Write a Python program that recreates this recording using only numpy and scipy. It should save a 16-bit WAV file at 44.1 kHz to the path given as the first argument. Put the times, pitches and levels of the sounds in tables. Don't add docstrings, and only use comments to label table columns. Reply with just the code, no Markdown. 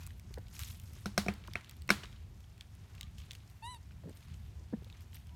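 import sys
import numpy as np
from scipy import signal
from scipy.fft import rfft, irfft
from scipy.io import wavfile
from scipy.ndimage import uniform_filter1d

SR = 44100
rng = np.random.default_rng(int(sys.argv[2]) if len(sys.argv) > 2 else 0)


def store_wav(level_fs):
    pcm = np.round(np.clip(np.atleast_2d(level_fs), -1, 1) * 32767)
    wavfile.write(sys.argv[1], SR, pcm.T.astype(np.int16))


def undo_db(level):
    steps = np.asarray(level, float) / 20
    return 10 ** steps


N = 236133

# frequency in Hz, level in dB per Hz.
HUSH_SPECTRUM = [(150, -35), (250, 2), (505, -10), (693, -3.5), (1400, -8.5), (2210, -9), (9180, -19),
                 (10400, -22), (11500, -20.5), (15300, -24.5), (16700, -42.5)]
HUSH_DB = -67.5
# band centre in Hz, t60 in seconds, level of all the echo in dB.
TREE_ECHO = [(400, .25, -24), (1500, .3, -21), (4000, .25, -21), (10000, .2, -23)]
# start in seconds, end in seconds, pitch in Hz, level in dB.
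FAR_BIRD_NOTES = [
    (0, 0.136, 2520, -70.5),
    (0, 0.104, 1428, -72.5),
    (.25, .58, 1510, -75),
    (2.991, 3.07, 1192, -72),
    (4.556, 4.63, 1015, -74),
    (4.9, 5.098, 1017, -76.5),
    (5.247, 5.404, 975, -74),
]
# time in seconds, rumble level in dB.
WIND_GUSTS = [(0, -47), (.12, -46), (.19, -53), (.28, -47.5), (1.41, -49), (1.56, -45.5), (1.62, -55),
              (1.74, -48), (2.22, -48), (2.56, -53), (3.05, -47.5), (3.58, -53), (3.62, -49.5), (4.05, -49),
              (4.26, -55.5), (4.31, -47.5), (5.35, -51.5)]
# frequency in Hz, level in dB per Hz.
WIND_SPECTRUM = [(12, -51), (20, -23), (29, -15), (39, -3.5), (70, 2), (92, 1.5), (118, -6), (155, -10.5),
                 (231, -20), (300, -38.5), (390, -44.5), (660, -120)]
FLUTTER_DB, FLUTTER_FOLLOWS = -74, 0.4

# loudest moment in seconds, time to fade 20 dB in seconds
# (negative swells slowly and stops fast), level in dB, treble relative to it in dB.
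LITTER_STIRS = [(0, 0.2, -60, -7), (.33, 0.22, -69, -2.5), (.47, 0.03, -70, -8), (.555, 0.16, -58, -3.5),
                (.61, 0.21, -51.5, -2), (.7, 0.08, -60, 1.5), (.87, -0.24, -70, -1), (.95, 0.26, -63, -3.5),
                (1.5, 1, -65, -14), (2.038, 0.04, -49, -24), (2.13, 0.15, -63.5, -15),
                (2.62, 0.02, -61.5, -12), (3.019, -0.44, -64, -16), (3.19, 0.07, -61, -3.5),
                (3.225, 0.1742, -69.5, -12), (3.328, 0.57, -70.5, -4), (4.17, 0.5958, -69.5, -7.5),
                (4.33, -0.8, -73.5, -12), (4.91, 0.9, -69, -14), (5.02, 0.0316, -63.5, -6.5),
                (5.15, 0.09, -58.5, -7.5)]
STIR_RISE_SHARE = 0.35
STILL_DB, STILL_TREBLE_DB = -79.5, -84
# low edge in Hz, high edge in Hz, treble share from 0 to 1, level in dB.
LEAF_SIZES = [
    (900, 2360, 0.01, -4.5),
    (2300, 4250, 0.11, -2.5),
    (4580, 7290, 0.52, -1.5),
    (7500, 11000, 0.94, -4),
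    (11100, 14300, 1, -2.5),
]

# time in seconds, level in dB, ring in Hz, brightness in dB per band.
GROUND_THUDS = [(.301, -58, 392.4, -4), (.372, -46.5, 483.4, 2), (.381, -52.5, 814, 0.5),
                (2.03, -57.5, 426, 3), (4.032, -58, 502, -1.5), (4.052, -53.5, 170, -11.5),
                (4.07, -53, 389.6, -8.5), (4.087, -51, 815, -5), (4.101, -59, 470, -8),
                (4.722, -50, 299.4, -10), (4.729, -41.5, 226, -12), (4.733, -53, 811, 7),
                (4.765, -61.5, 170, -15), (4.815, -59, 424.3, 0), (4.86, -64.5, 557, 0),
                (.96, -63, 397, -3.5), (1.48, -58, 340, -1)]
# low edge in Hz, high edge in Hz.
THUD_RANGES = [(140, 300), (300, 580), (580, 950)]
THUD_LENGTH_S, THUD_MIDDLE_DB = 0.0043, 6.5
# time in seconds, # level in
# dB, ring in Hz, brightness in dB per band.
LEAF_SNAPS = [(.032, -60.5, 1500, 2), (.0654, -49, 7800, 3), (.0728, -51.5, 7660, 3),
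              (.1058, -64.5, 2650, -11.5), (.1966, -55.5, 6074, 2), (.3405, -49.5, 4170, -2.5),
              (.383, -57, 8440, 4), (.483, -58.5, 4175, -1), (.5412, -59.5, 11370, 1.5),
              (.5658, -51.5, 6913, -4), (.5925, -42, 7016, 0.5), (.615, -52.5, 11990, -6),
              (.6342, -40.5, 9100, -0.5), (.6866, -52, 11370, -1), (.7986, -52, 7340, 2),
              (.933, -59, 6200, 4), (1.068, -55, 4508, -10), (1.3383, -51.5, 4488, 0),
              (1.475, -52, 4100, -2), (1.5352, -45, 5170, -5), (1.6096, -59, 2338, -8),
              (1.6453, -57.5, 3270, -6.5), (1.6951, -48, 4150, 0.5), (1.711, -52, 6170, 2),
              (1.7675, -64, 11400, 6), (1.8199, -52, 8100, 3.5), (1.8775, -53.5, 4250, 1),
              (2.0343, -54, 3120, -11), (2.0559, -56.5, 4046, -8.5), (2.1278, -63.5, 3600, -11)]
# time in seconds, level in dB, ring in Hz,
# brightness in dB per band.
FOIL_CRUMPLES = [(2.405, -61.5, 6986, 0), (2.4413, -68.5, 3510, -8), (2.5791, -60.5, 4470, -3.5),
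                 (2.609, -49, 3314, -6), (2.7509, -64, 11550, 3.5), (2.9507, -58.5, 3150, 0),
                 (2.9804, -66, 2881, -11), (3.0101, -41.5, 3620, -2), (3.0307, -50.5, 3858, -7),
                 (3.1829, -54, 3200, -4.5), (3.2018, -60.5, 3203, -6.5), (3.3088, -46.5, 3910, -8),
                 (3.3158, -47, 8900, -1.5), (3.3326, -52.5, 3693, -0.5), (3.3509, -52, 6580, -5),
                 (3.4988, -62, 8907, 0.5), (3.7455, -56, 7956, -0.5), (3.9194, -66.5, 2740, -5),
                 (4.0952, -61, 8360, 6), (4.1716, -57, 8480, 4.5), (4.3424, -61, 7882, -4.5),
                 (4.8453, -58, 4025, -2.5), (4.9, -59, 3363, -9.5), (4.926, -62, 3639, -9),
                 (5.0074, -58, 4329, 0), (5.1307, -64, 3044, -12), (5.1445, -54.5, 8300, 4.5),
                 (5.1676, -58, 5510, -5), (5.2699, -61.5, 5370, 1), (5.293, -66, 3380, -7.5)]
# low edge in Hz, high edge in Hz.
SNAP_RANGES = [(1900, 4200), (4200, 8000), (8000, 15800)]
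SNAP_LENGTH_S, SNAP_MIDDLE_DB = 0.000958, 0.5
# time in seconds, level in dB, ring in Hz, length in seconds.
TWIG_KNOCKS = [
    (0.019, -57, 1800, 0.0014),
    (.073, -51, 1400, 0.0013),
    (1.9, -53, 800, 0.00079),
    (1.4785, -43, 1170, .0018),
]

# time in seconds, pitch in Hz, level in dB.
SQUEAK_ARCH = [
    (3.619, 872, -80),
    (3.626, 878, -54),
    (3.645, 918, -48),
    (3.665, 957, -46),
    (3.69, 995, -48),
    (3.712, 1010, -50),
    (3.745, 962, -55),
    (3.769, 897, -63),
    (3.78, 875, -84),
]
# frequency in Hz, level in dB.
THROAT_SPECTRUM = [(800, 2), (1100, -1.5), (1900, -14.5), (2650, -5.5), (3000, -11.5), (3500, -11.5),
                   (3900, -8), (4500, -8), (5000, -41), (6000, -24), (7000, -36), (8000, -18.5),
                   (11100, -18.5), (11800, -39), (16000, -45)]
MOUTH_START_DB, MOUTH_OPENS_DB_PER_S = -2, 24

# time in seconds, air boom in dB, side panel in dB,
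# wall in dB, lid in dB.
CARTON_BLOWS = [
    (1.058, -28.5, -33, -29.5, -42.5),
    (1.178, -23, -25.5, -16.5, -30),
    (1.263, -32.5, -28.5, -41, -48.5),
    (1.2838, -25, -26, -33, -27.5),
    (1.5553, -47.5, -35, -39, -27),
    (1.8913, -46, -33.5, -29.5, -28.5),
    (1.9034, -23, -23.5, -15.5, -19.5),
]
# frequency in Hz, level in dB, t60 in seconds.
CARTON_MODES = [(203, 0, 0.13), (371.5, -3.5, 0.036), (470, -5, 0.017), (712.3, -4, 0.04),
                (950, -35.5, .01), (1380, 4, 0.00887), (1642, 2, 0.012), (2209, 6, 0.0062),
                (2645, -5, 0.024), (3120, -23.5, 0.0034), (3734, -5, 0.015), (4150, -3.5, 0.018),
                (4660, -11.5, 0.016), (5461.6, 3, .011), (6449.3, -8.5, 0.0077), (8160, -11.5, 0.0096),
                (9100, -7.5, 0.012), (10140, -7, 0.0022), (14300, -12, 0.0048)]
# frequency in Hz, level in dB per Hz.
SCATTER_SPECTRUM = [(250, 8.5), (600, 0), (1400, 4.5), (2500, 1.5), (4000, 4), (7000, -3.5), (11000, -8.5),
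                    (16000, -16)]
CONTACT_S = 0.0015
FOIL_CRACK_DB = -8


def unit(x):
    return x / np.sqrt(np.mean(x ** 2))


def peak(x):
    return x / np.abs(x).max()


def curves(table):
    s, *columns = np.transpose(table)
    return [np.interp(np.arange(N) / SR, s, column) for column in columns]


def shape(points, hz):
    f, db = np.transpose(points)
    return np.interp(np.log(np.maximum(hz, 1)), np.log(f), db)


def coloured(points):
    hz = np.fft.rfftfreq(N, 1 / SR)
    spectrum = rfft(rng.standard_normal(N)) * undo_db(shape(points, hz))
    return unit(irfft(spectrum, N))


def band(x, lo_hz, hi_hz, order=2):
    edges = [lo_hz, min(hi_hz, 0.45 * SR)]
    return signal.sosfilt(signal.butter(order, edges, "band", fs=SR, output="sos"), x)


def ring(x, hz, t60):
    pole = np.exp(2j * np.pi * hz / SR - np.log(1000) / (max(t60, 0.002) * SR))
    return signal.lfilter([1], [1, -pole], x).imag


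def walk(rate):
    k = int(SR / rate)
    steps = np.repeat(rng.standard_normal(N // k + 1), k)
    slewed = uniform_filter1d(uniform_filter1d(steps, k), k)
    return unit(slewed[:N])


def add(out, s, sound):
    i = int(s * SR)
    out[i:i + len(sound)] += sound[:N - i]


def burst(length_s, size, click):
    t = np.arange(size) / SR / max(length_s, 0.0002)
    force = rng.standard_normal(size) * t * np.exp(-1.6 * t)
    force[4] = click
    return force


def by_band(events, middle_db, length_s):
    return [(s, db - bright_db, db + middle_db, db + bright_db, hz, length_s)
            for s, db, hz, bright_db in events]


def contacts(events, bands, cycles, click, lift_db):
    out = np.zeros(N)
    for s, *levels, hz, length_s in events:
        force = burst(length_s, size=2048, click=click)
        for db, (lo, hi) in zip(levels, bands):
            sound = peak(band(force, lo, hi, order=3))
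            if lo <= hz < hi:
                singing = peak(ring(band(force, lo, hi), hz, cycles / hz))
                sound = peak(0.8 * sound + singing)
            add(out, s, undo_db(db + lift_db) * sound)
    return out


def hush():
    return undo_db(HUSH_DB - 2.0 + 0.3 * walk(2.5)) * coloured(HUSH_SPECTRUM)


def trees(x):
    t = np.arange(SR // 2) / SR
    echo = np.zeros(len(t))
    for hz, t60, db in TREE_ECHO:
        fade = np.minimum(t / 0.0025, 1) * undo_db(-60 * t / t60)
        scatter = band(rng.standard_normal(len(t)), hz / 2, hz * 2)
        echo += undo_db(db) * fade / np.linalg.norm(fade) * scatter
    return signal.fftconvolve(x, echo)[:N]


def far_bird():
    t = np.arange(N) / SR
    waver = undo_db(4 * walk(25))
    drifting_s = np.cumsum(1 + 0.006 * walk(12)) / SR
    notes = np.zeros(N)
    for start, end, hz, db in FAR_BIRD_NOTES:
        progress = np.clip((t - start) / (end - start), 0, 1)
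        swell = np.sqrt(np.clip(np.sin(np.pi * progress), 0, 1))
        notes += undo_db(db) * swell * np.sin(2 * np.pi * hz * drifting_s)
    return waver * notes


def wind():
    gust_db = curves(WIND_GUSTS)[0]
    rumble = undo_db(gust_db) * unit(undo_db(1.15 * walk(9.1)) * coloured(WIND_SPECTRUM))
    flutter_db = FLUTTER_DB + FLUTTER_FOLLOWS * (gust_db + 50) + 2.5 * walk(25)
    flutter = undo_db(flutter_db) * unit(band(rng.standard_normal(N), 150, 420))
    return rumble + flutter


def stirs():
    t = np.arange(N) / SR
    body, treble = undo_db(STILL_DB) ** 2, undo_db(STILL_TREBLE_DB) ** 2
    for s, fade_s, db, treble_db in LITTER_STIRS:
        away = np.maximum((t - s) / fade_s, (s - t) / (STIR_RISE_SHARE * fade_s))
        power = undo_db(db - 20 * away) ** 2
        body = body + power
        treble = treble + power * undo_db(treble_db) ** 2
    return 10 * np.log10(body), 10 * np.log10(treble)


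def leaf_grains(per_second):
    return (rng.random(N) < per_second / SR) * undo_db(3.0 * rng.exponential(size=N))


def rustle():
    out = np.zeros(N)
    tail = np.exp(-np.arange(512) / SR / 0.003)
    body_db, treble_db = stirs()
    shared = leaf_grains(60)
    for lo_hz, hi_hz, share, db in LEAF_SIZES:
        rough = 0.9 + signal.lfilter(tail, 1, leaf_grains(250) + shared)
        level_db = body_db + share * (treble_db - body_db) + db + 2.0 * walk(15)
        out += undo_db(level_db) * unit(band(rough * rng.standard_normal(N), lo_hz, hi_hz))
    return out


def thuds():
    bumps = by_band(GROUND_THUDS, THUD_MIDDLE_DB, THUD_LENGTH_S)
    grit = [(s, top_db - 9.5, 0, length_s) for s, _, _, top_db, _, length_s in bumps]
    soft = contacts(bumps, THUD_RANGES, cycles=14.0, click=0, lift_db=0.5)
    return soft + contacts(grit, [(1400, 1940)], cycles=1, click=0, lift_db=2.5)


def snaps():
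    twigs = contacts(TWIG_KNOCKS, [(900, 1450)], cycles=9, click=0.5, lift_db=0)
    breaks = by_band(LEAF_SNAPS + FOIL_CRUMPLES, SNAP_MIDDLE_DB, SNAP_LENGTH_S)
    return twigs + contacts(breaks, SNAP_RANGES, cycles=13, click=1.0, lift_db=5)


def squeak():
    hz, db = curves(SQUEAK_ARCH)
    t = np.arange(N) / SR
    start_s, end_s = SQUEAK_ARCH[0][0], SQUEAK_ARCH[-1][0]
    open_db = np.clip(MOUTH_START_DB + MOUTH_OPENS_DB_PER_S * (t - start_s), -2, 1)
    hz = uniform_filter1d(hz, size=700) * (1 + 0.0015 * walk(90))
    phase = 2 * np.pi * np.cumsum(hz) / SR
    tones = np.zeros(N)
    for k in range(1, 17):
        unsteady_db = (1 + 0.35 * k) * walk(45) - 0.35 * k
        tone_db = shape(THROAT_SPECTRUM, k * hz) + open_db * np.log2(k) + unsteady_db
        tones += undo_db(tone_db) * np.sin(k * phase)
    puff = np.exp(-((t - 3.656) / 0.01573) ** 2) + 0.25
    breath = undo_db(-20) * puff * unit(band(rng.standard_normal(N), 6500, 11000))
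    voiced = (t > start_s) & (t < end_s)
    return undo_db(4 + db) * (tones + breath) * voiced


def panels(force, grip):
    detune = 1 + 0.012 * rng.standard_normal(len(CARTON_MODES))
    out = np.zeros(len(force))
    for m, (hz, db, t60) in enumerate(CARTON_MODES[1:]):
        mode = peak(ring(force, hz * detune[m], t60))
        out += (-1) ** m * undo_db(db + shape(grip, hz)) * mode
    return out


def carton():
    out, t = np.zeros(N), np.arange(16384) / SR
    bins = np.fft.rfftfreq(len(t), 1 / SR)
    fade = np.minimum(t / 0.0014, 1) * (undo_db(-60 * t / 0.11) + undo_db(-12.5 - 60 * t / 0.53))
    air_hz, _, air_t60 = CARTON_MODES[0]
    push = t * np.exp(-t / 0.00066)
    boom = peak(ring(push, air_hz, air_t60) + undo_db(-7) * ring(push, air_hz * 1.4, 0.045))
    for s, boom_db, side_db, wall_db, lid_db in CARTON_BLOWS:
        contact_s = CONTACT_S * undo_db(0.18 * (wall_db + 11.5))
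        force = burst(contact_s, size=4096, click=2.14)
        grip = [(800, side_db), (1300, wall_db), (1900, lid_db), (2700, lid_db), (3500, wall_db + FOIL_CRACK_DB)]
        add(out, s, panels(force, grip))
        add(out, s + 0.0028, undo_db(boom_db) * boom)
        colour = undo_db(shape(SCATTER_SPECTRUM, bins) + uniform_filter1d(shape(grip, bins), size=900))
        scatter = irfft(rfft(rng.standard_normal(len(t))) * colour)
        add(out, s, undo_db(-7.5) * fade * scatter)
    return out


def scene():
    near = snaps() + thuds() + squeak()
    background = hush() + far_bird() + wind()
    return (background + rustle() + near + trees(near) + carton())[None]


def band_limit(x):
    return signal.sosfilt(signal.butter(12, 16840, fs=SR, output="sos"), x)


def record(dry):
    thin = signal.sosfilt(signal.butter(2, 46, "high", fs=SR, output="sos"), dry)
    mix = thin - 0.3 * band(thin, 10360, 10440, order=1)
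    return band_limit(mix)


dry = scene()
out = record(dry)
store_wav(out)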